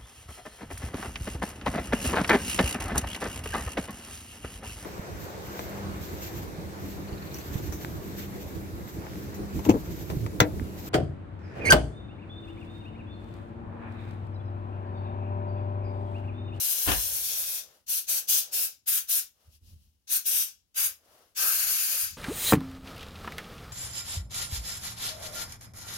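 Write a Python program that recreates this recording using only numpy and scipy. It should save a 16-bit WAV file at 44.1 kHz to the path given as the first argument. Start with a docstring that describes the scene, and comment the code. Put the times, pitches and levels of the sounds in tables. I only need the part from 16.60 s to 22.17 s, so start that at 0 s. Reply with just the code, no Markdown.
"""A long blast of a compressed-air blow gun, already blowing at the start, then nine short bursts and a last blast.
The jet is shaped noise: a hiss at the nozzle, a splash on metal, a roar in hollows, combed by swaying echoes.
During the first blast the bench takes one rattling bump: half-sine blows ring its modes and shake noisy loose parts.
Clothing rustles as soft swells of noise, a few dull knocks ring the frame, and a cavity hoots under the later jets.
A faint low rumble of the workshop lies beneath it all."""
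import sys
import numpy as np
from scipy import signal
from scipy.fft import irfft, next_fast_len
from scipy.io import wavfile
from scipy.ndimage import uniform_filter1d, map_coordinates

SR = 44100
rng = np.random.default_rng(int(sys.argv[2]) if len(sys.argv) > 2 else 0)


def to_wav(sig):
    """Store sig (one row per channel, or 1-D mono) as 16-bit WAV at the path in sys.argv[1].

    Samples outside -1..1 are clipped; the rate is SR.
    """
    pcm = np.clip(np.atleast_2d(sig), -1, 1) * 32767
    pcm = np.round(pcm).astype(np.int16)
    wavfile.write(sys.argv[1], SR, pcm.T)  # frames by channels


N = 245637


def undb(db):
    """Turn decibels into a gain."""
    return 10 ** (np.asarray(db) / 20)


def unit(x):
    """Scale to an average strength (rms) of 1."""
    return x / np.sqrt(np.mean(x ** 2))


def clock():
    """Time of every sample, in seconds."""
    return np.arange(N) / SR


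def bins():
    """Frequency of every bin of a spectrum, in Hz."""
    return np.arange(N // 2 + 1) * SR / N


def decay(age, t60):
    """Die away by 60 dB in t60 seconds."""
    return np.exp(-np.log(1000) * age / t60)


def contour(points):
    """Join (Hz, dB) points into a spectrum, on a logarithmic frequency axis."""
    hz, db = np.transpose(points)
    return np.interp(np.log(bins() + 1), np.log(hz), db)


def bumps(peaks):
    """One bell-shaped bump of height 1 per resonance, each with its dB value: (bump, dB)."""
    return [(1 / (1 + (2 * (bins() - hz) / width) ** 2), db) for hz, width, db in peaks]


def lifts(peaks):
    """Resonances raise the spectrum around their own frequency; gives the lift in dB."""
    return sum(db * bump_shape for bump_shape, db in bumps(peaks))


# The body shades the right side: (frequency [Hz], left minus right [dB])
BODY_SHADE = [(60, 0), (400, 1.5), (1300, 2.5), (2400, 3.5), (4400, 6.5), (6300, 7), (8200, 5),
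              (11000, 2.5), (15000, 2)]


def noise(db, alike_hz=800):
    """Stereo noise with the given spectrum; the two sides agree only at long wavelengths."""
    mid, side = rng.standard_normal((2, N // 2 + 1)) + 1j * rng.standard_normal((2, N // 2 + 1))
    alike = .9 / (1 + (bins() / alike_hz) ** 4)
    signs = np.array([[1], [-1]])  # left, right
    both = mid * np.sqrt(1 + alike) + signs * side * np.sqrt(1 - alike)
    level_db = db + signs * contour(BODY_SHADE) / 2
    return unit(irfft(both * undb(level_db), N))


def walk(rate):
    """Smooth random wandering with spread 1, changing about rate times a second."""
    step = max(int(SR / rate), 2)
    stairs = np.repeat(rng.standard_normal(N // step + 1), step)
    smooth = uniform_filter1d(uniform_filter1d(stairs, step), step)
    return unit(smooth[:N])


def swell(s, rise, fall):
    """A smooth bell that peaks at s; rise and fall set its spread in seconds on each side."""
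    age = clock() - s
    return np.exp(-.5 * (age / np.where(age < 0, rise, fall)) ** 2)


def fading(blows, attack, t60):
    """Blows (s, dB) whose energies add up and die away, as a loudness curve."""
    t, power = clock(), 0
    for s, db in blows:
        age = np.maximum(t - s, 0)
        strength = undb(db) * (1 - np.exp(-age / attack)) * decay(age, t60)
        power = power + strength ** 2
    return np.sqrt(power)


def ring(blows, modes, build_s):
    """Blows (s, dB, contact s) push as half sines on damped modes; a long contact rings only the low ones."""
    push, t = np.zeros(N), clock()
    for s, db, contact in blows:
        pulse = np.sin(np.pi * np.clip((t - s) / contact, 0, 1))
        push += undb(db) * pulse / max(pulse.sum(), 1)
    t = t[:SR]
    body = sum(undb(db) * decay(t, t60) * np.sin(2 * np.pi * hz * t) for hz, db, t60 in modes)
    # the vibration takes a moment to spread over the whole body
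    body = body * (1 - np.exp(-t / build_s))
    return signal.fftconvolve(push, body)[:N]


def room(x, wet_db, t60_low=0.27, t60_high=.19):
    """The room adds a short, blurred tail that loses its treble first."""
    t = clock()[:SR // 2]
    grain = rng.standard_normal((2, len(t)))
    low = signal.sosfilt(signal.butter(2, 2500, fs=SR, output="sos"), grain)
    high = grain - low
    tail = low * decay(t, t60_low) + high * decay(t, t60_high)
    tail *= t > .004  # the tail starts after 4 ms
    tail /= np.sqrt(np.sum(tail ** 2, axis=1, keepdims=True))
    wet = undb(wet_db)
    echo = signal.fftconvolve(np.atleast_2d(x), tail, axes=1)[:, :N]
    return (x + wet * echo) / np.hypot(1, wet)


def standing(x, angle):
    """Low sound stands in the room, so the left side lags the right by a phase angle in radians."""
    analytic = signal.hilbert(x, next_fast_len(N))[:, :N]
    return np.real(analytic * np.exp(.5j * angle * np.array([[-1], [1]])))


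# Trigger pulls, each aimed at a new spot; levels are before the final mix of the jet:
# (valve starts to open [s], opening time [s], release [s], time for the flow to die by 60 dB [s],
#  nozzle hiss [dB], splash on metal [dB], hollows [dB], roar on the board [dB])
TRIGGER_PULLS = [(-.06, .027, .987, .19, -26.7, -35, -47.5, -53.5),
                 (1.261, .048, 1.386, .16, -26.3, -35.3, -49.5, -61),
                 (1.463, .039, 1.578, .17, -24.6, -32.5, -44.5, -53.5),
                 (1.668, .032, 1.784, .2, -20.7, -28.3, -45, -55.5),
                 (1.907, .036, 2.054, .19, -26.9, -35.7, -47.3, -57),
                 (2.256, .033, 2.381, .154, -23.6, -35.3, -43.5, -61.5),
                 (2.469, .04, 2.592, .15, -23.8, -33.5, -45, -58.5),
                 (3.469, .064, 3.568, .135, -24, -33.3, -44, -58),
                 (3.639, .039, 3.822, .225, -23.9, -33.7, -44.5, -58.5),
                 (4.14, .046, 4.26, .16, -23, -33.2, -40, -56),
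                 (4.746, .041, 5.442, .27, -24.3, -31.8, -39.5, -63.5)]
SAG_DB_PER_S = 4.3  # the hose loses pressure, so the flow sinks during a pull


def valve(curve=2.75, crack=0.09, crack_s=0.0069):
    """Air flow of each pull: the seal cracks, the valve opens, the hose sags, then the pressure bleeds away."""
    t, flows = clock(), []
    for start, opening, release, closing, *_ in TRIGGER_PULLS:
        age = np.maximum(t - start, 0)
        leak = crack * np.minimum(age / crack_s, 1) ** 2
        opened = np.sin(np.pi / 2 * np.minimum(age / opening, 1)) ** curve
        sag = undb(-SAG_DB_PER_S * age)
        bleed = decay(np.maximum(t - release, 0), closing)
        flows.append(np.maximum(leak, opened) * sag * bleed)
    return np.array(flows)


# Echoes off the board, gantry and wall, before random shifts: (delay [ms], level [dB])
NEAR_SURFACES = [(.45, -3), (1.3, -6.5), (2.9, -4.5), (5.2, -6.5), (8.5, -10)]


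def reflect(x, sway_ms=.055, sway_rate=2.5, move_ms=0.1586):
    """Close echoes comb the hiss; the gun sways during a pull and is held somewhere new for the next."""
    out, index = x.copy(), np.arange(N)
    pull = np.searchsorted([row[0] for row in TRIGGER_PULLS], clock())
    for side in range(2):
        fine = signal.resample_poly(x[side], 4, 1)  # four times finer, for delays between samples
        for ms, db in NEAR_SURFACES:
            base = ms * rng.uniform(.75, 1.25)
            place = move_ms * rng.standard_normal(len(TRIGGER_PULLS) + 1)[pull]
            delay = (base + place + sway_ms * walk(sway_rate)) * SR / 1000  # in samples
            echo = map_coordinates(fine, [4 * (index - np.abs(delay))], order=1)
            out[side] += undb(db) * echo
    return out / np.sqrt(1 + sum(undb(db) ** 2 for ms, db in NEAR_SURFACES))


# Spectra of the four parts of the jet: (frequency [Hz], relative level per Hz [dB])
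NOZZLE_HISS = [(5000, -32), (7500, -11.5), (9000, -2.5), (10500, -2.5), (12000, -1), (14000, -1.5),
               (15800, -4.5), (17000, -8.5)]
METAL_SPLASH = [(1800, -27.5), (2600, -7.5), (3200, -7.5), (3800, -3.5), (4500, -5), (5200, -0.5),
                (6300, 1), (7300, -4.5), (9000, -12.5), (13000, -36)]
HOLLOW_ROAR = [(500, -28.5), (900, -13), (1150, -8.5), (1550, -0.5), (2000, -4), (2650, 2.5), (3100, -3),
               (4500, -23.5)]
BOARD_ROAR = [(30, -24), (70, -3.5), (130, -11.5), (220, -7.5), (350, -3.5), (480, -0.5), (640, 1.5),
              (900, -4), (1400, -17), (2500, -34.5)]
# Resonances of the nozzle and of the edges in the jet: (frequency [Hz], width [Hz], lift [dB])
JET_EDGES = [(1555, 190, 2), (3850, 500, 1.8), (6280, 280, 1.8), (10070, 300, 2), (11360, 470, 4),
             (12460, 400, 3), (13550, 340, 2.5), (14600, 500, 3.5)]


def air_jet(flows, flutter_db=0.82, own_flutter_db=0.8):
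    """Rushing air as four noises; the nozzle hiss needs the most pressure, so it comes last and goes first."""
    flutter, lift_db = flutter_db * walk(60), lifts(JET_EDGES)
    *_, hiss_db, splash_db, hollow_db, roar_db = np.transpose(TRIGGER_PULLS)

    def part(spectrum, level_db, power):
        """One noise, driven by the strongest pull; a higher power needs more pressure."""
        strength = np.max(undb(level_db)[:, None] * flows ** power, axis=0)
        unsteady = undb(flutter + own_flutter_db * walk(30))
        return noise(contour(spectrum) + lift_db) * strength * unsteady

    hiss = part(NOZZLE_HISS, hiss_db, power=1.27)
    splash = part(METAL_SPLASH, splash_db, power=0.78)
    hollow = part(HOLLOW_ROAR, hollow_db, power=0.95)
    roar = part(BOARD_ROAR, roar_db, power=0.88) * undb(-1.77)
    treble = room(reflect(hiss + splash), wet_db=-8.5) * undb(0.44)
    bass = room(hollow + roar, wet_db=-2.5, t60_low=0.22) * undb(-0.75)
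    return treble + bass


# Spectrum of the quiet workshop: (frequency [Hz], relative level per Hz [dB])
WORKSHOP_RUMBLE = [(20, -15), (65, 1), (130, -10), (250, -13.5), (600, -25), (2000, -29), (16000, -31)]


def workshop():
    """Steady, faint low noise that stands in the room."""
    return standing(noise(contour(WORKSHOP_RUMBLE)), angle=0.99) * undb(-77.5)


# Blows of the bump against the bench, levels before mixing:
# (time [s], thud level [dB], rattle level [dB], contact time [s])
BUMP_BLOWS = [(.252, -37, -51.5, 0.0081), (0.26, -36.5, -35, 0.0035), (.274, -32, -22.5, .002),
              (.283, -27, -20.5, 0.0029), (.294, -35, -29.5, .003), (.314, -39.5, -22.5, .003),
              (0.326, -43, -29, .003), (0.346, -31.5, -33, 0.011), (0.408, -38.5, -55, .014)]
# Modes (natural tones) of the bench: (frequency [Hz], relative level [dB], time to die by 60 dB [s])
BENCH_MODES = [(55.9, 0, .4), (67, 0.5, 0.19), (89.5, -4.5, 0.16), (149.3, -8, .25), (205, -15, .2),
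               (240, -4.5, .25), (295, 0, 0.12), (390, 0, .24), (683, 0.5, .24), (1034, 3.5, .14)]
# Shudder of the bench and the room after any blow: (frequency [Hz], relative level per Hz [dB])
BLOW_SHUDDER = [(20, -25.5), (45, -3), (70, -0.5), (95, -5), (130, -16.5), (220, -20.5), (320, -30),
                (700, -49.5)]
# Spectrum of loose parts on the bench: (frequency [Hz], relative level per Hz [dB])
RATTLE_SPECTRUM = [(60, -11.5), (280, 2.5), (450, -1.5), (800, 0.5), (1200, -4), (1500, -3.5), (2100, -2.5),
                   (2900, 1.5), (4500, -6.5), (7000, -11.5), (11000, -7.5), (16000, -13.5)]
# Ringing of the loose parts: (frequency [Hz], width [Hz], lift [dB])
LOOSE_PARTS = [(710, 80, 6.5), (1050, 80, 9.5), (1460, 112, 8), (1620, 70, 5), (1790, 170, 7)]


def bump():
    """The bench thuds and shudders, and loose parts on it chatter at each blow."""
    thud = ring([(s, db, contact) for s, db, _, contact in BUMP_BLOWS], BENCH_MODES, build_s=0.0027)
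    shaking = fading([(s, db) for s, db, _, _ in BUMP_BLOWS], attack=.01, t60=1.3)
    shudder = shaking * noise(contour(BLOW_SHUDDER))
    chatter = fading([(s, db) for s, _, db, _ in BUMP_BLOWS], attack=0.002, t60=0.12)
    uneven = undb(1.8 * walk(500))
    rattle = chatter * noise(contour(RATTLE_SPECTRUM) + lifts(LOOSE_PARTS)) * uneven
    low = standing(thud * undb(2.0) + shudder * undb(-19), angle=1.4)
    return low + room(rattle, wet_db=-7.5, t60_low=.26)


# Strokes of the arm, levels before the crinkle:
# (fastest at [s], rise spread [s], fall spread [s], nylon swish level [dB], sleeve rub level [dB])
ARM_STROKES = [(1.13, .15, .05, -62.8, -65), (1.9, .2, .09, -68, -63), (2.85, .07, .04, -70, -74),
               (2.955, .03, .018, -60.5, -85), (3.09, .034, .04, -61, -80), (3.23, .04, .06, -71, -94),
               (4.56, .09, .09, -63, -62)]
# Spectra of the nylon and of the sleeve: (frequency [Hz], relative level per Hz [dB])
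NYLON_SWISH = [(1000, -22.5), (2300, -12), (2800, 1), (3600, -2), (5500, 0), (8000, -6.5), (11000, -0.5),
               (16000, -5.5)]
SLEEVE_RUB = [(60, -9), (150, -11), (350, -6), (580, 1), (900, -6), (1300, -5), (2200, -12.5), (5000, -30)]
STILL_DB = -84  # nylon swish between the strokes, before the crinkle


def clothing(crinkle_db=1.0):
    """A nylon vest swishes and a sleeve rubs, both unevenly, with each stroke of the arm."""
    strokes = sum(undb(db) * swell(s, rise, fall) for s, rise, fall, db, _ in ARM_STROKES)
    nylon = undb(STILL_DB) + strokes
    sleeve = sum(undb(db) * swell(s, rise, fall) for s, rise, fall, _, db in ARM_STROKES)
    swish = noise(contour(NYLON_SWISH)) * nylon * undb(crinkle_db * walk(120))
    rub = noise(contour(SLEEVE_RUB)) * sleeve * undb(crinkle_db * walk(40))
    return swish + rub


# Soft knocks, levels before mixing: (time [s], level [dB], contact time [s])
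SOFT_KNOCKS = [(2.845, -59, .008), (2.872, -52, .0056), (2.925, -54.5, .0092), (3.011, -46.5, .008),
               (3.06, -51, .005), (3.084, -48, .0025), (3.117, -42.5, .0068), (3.245, -54.5, .0097),
               (4.29, -62, .0072), (5.06, -58.5, .007), (5.42, -51, .0075), (5.455, -50, .003),
               (5.486, -53, .002), (5.515, -49, .002)]
# Modes of the frame under soft knocks: (frequency [Hz], relative level [dB], time to die by 60 dB [s])
FRAME_MODES = [(58.5, -11.5, 0.16), (77.2, 0.5, 0.27), (98, -13, 0.17), (150, -8, .15), (224.96, -16, 0.27)]


def knocks():
    """Dull knocks ring the frame and leave a short shudder."""
    shaking = fading([(s, db) for s, db, _ in SOFT_KNOCKS], attack=0.0055, t60=0.34)
    shudder = shaking * noise(contour(BLOW_SHUDDER))
    ringing = ring(SOFT_KNOCKS, FRAME_MODES, build_s=0.0087)
    return standing(ringing * undb(4.5) + shudder * undb(-5.5), angle=.5)


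# The jet crosses a cavity, levels before the air flow scales them:
# (middle [s], spread to each side [s], hoot level [dB], roar level [dB])
JET_CROSSINGS = [(4.206, .03, -53, -68), (4.863, .058, -38.5, -53), (5.078, .05, -47, -57),
                 (5.345, .035, -52, -54)]
# Resonances of the cavity: (frequency [Hz], width [Hz], relative level [dB])
CAVITY_TONES = [(371, 45, -16), (710, 73, -12), (900, 160, -12.5), (1230, 190, -1.5), (1550, 230, 3)]


def cavity(flows):
    """A hollow of the machine hoots and roars while the jet sweeps over its mouth."""
    hoot = sum(undb(db) * swell(s, half, half) for s, half, db, _ in JET_CROSSINGS)
    roar = sum(undb(db) * swell(s, half, half) for s, half, _, db in JET_CROSSINGS)
    gain = sum(undb(db) * bump_shape for bump_shape, db in bumps(CAVITY_TONES))
    tone = standing(noise(20 * np.log10(gain))[:1], angle=1.5)  # one noise feeds both sides
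    mouth = tone * hoot + noise(contour(BOARD_ROAR)) * roar
    return room(mouth * flows.max(axis=0), wet_db=-6)


def scene():
    """Air, bench and clothing over the faint rumble of the workshop."""
    flows = valve()
    return air_jet(flows) + workshop() + bump() + clothing() + knocks() + cavity(flows)


def record(dry, low_hz=36, top_hz=15950):
    """Filters drop the deepest bass and cut the top steeply."""
    lean = signal.sosfilt(signal.butter(4, low_hz, "high", fs=SR, output="sos"), dry)
    return signal.sosfilt(signal.ellip(12, .1, 80, top_hz, fs=SR, output="sos"), lean)


dry = scene()
out = record(dry)
to_wav(out)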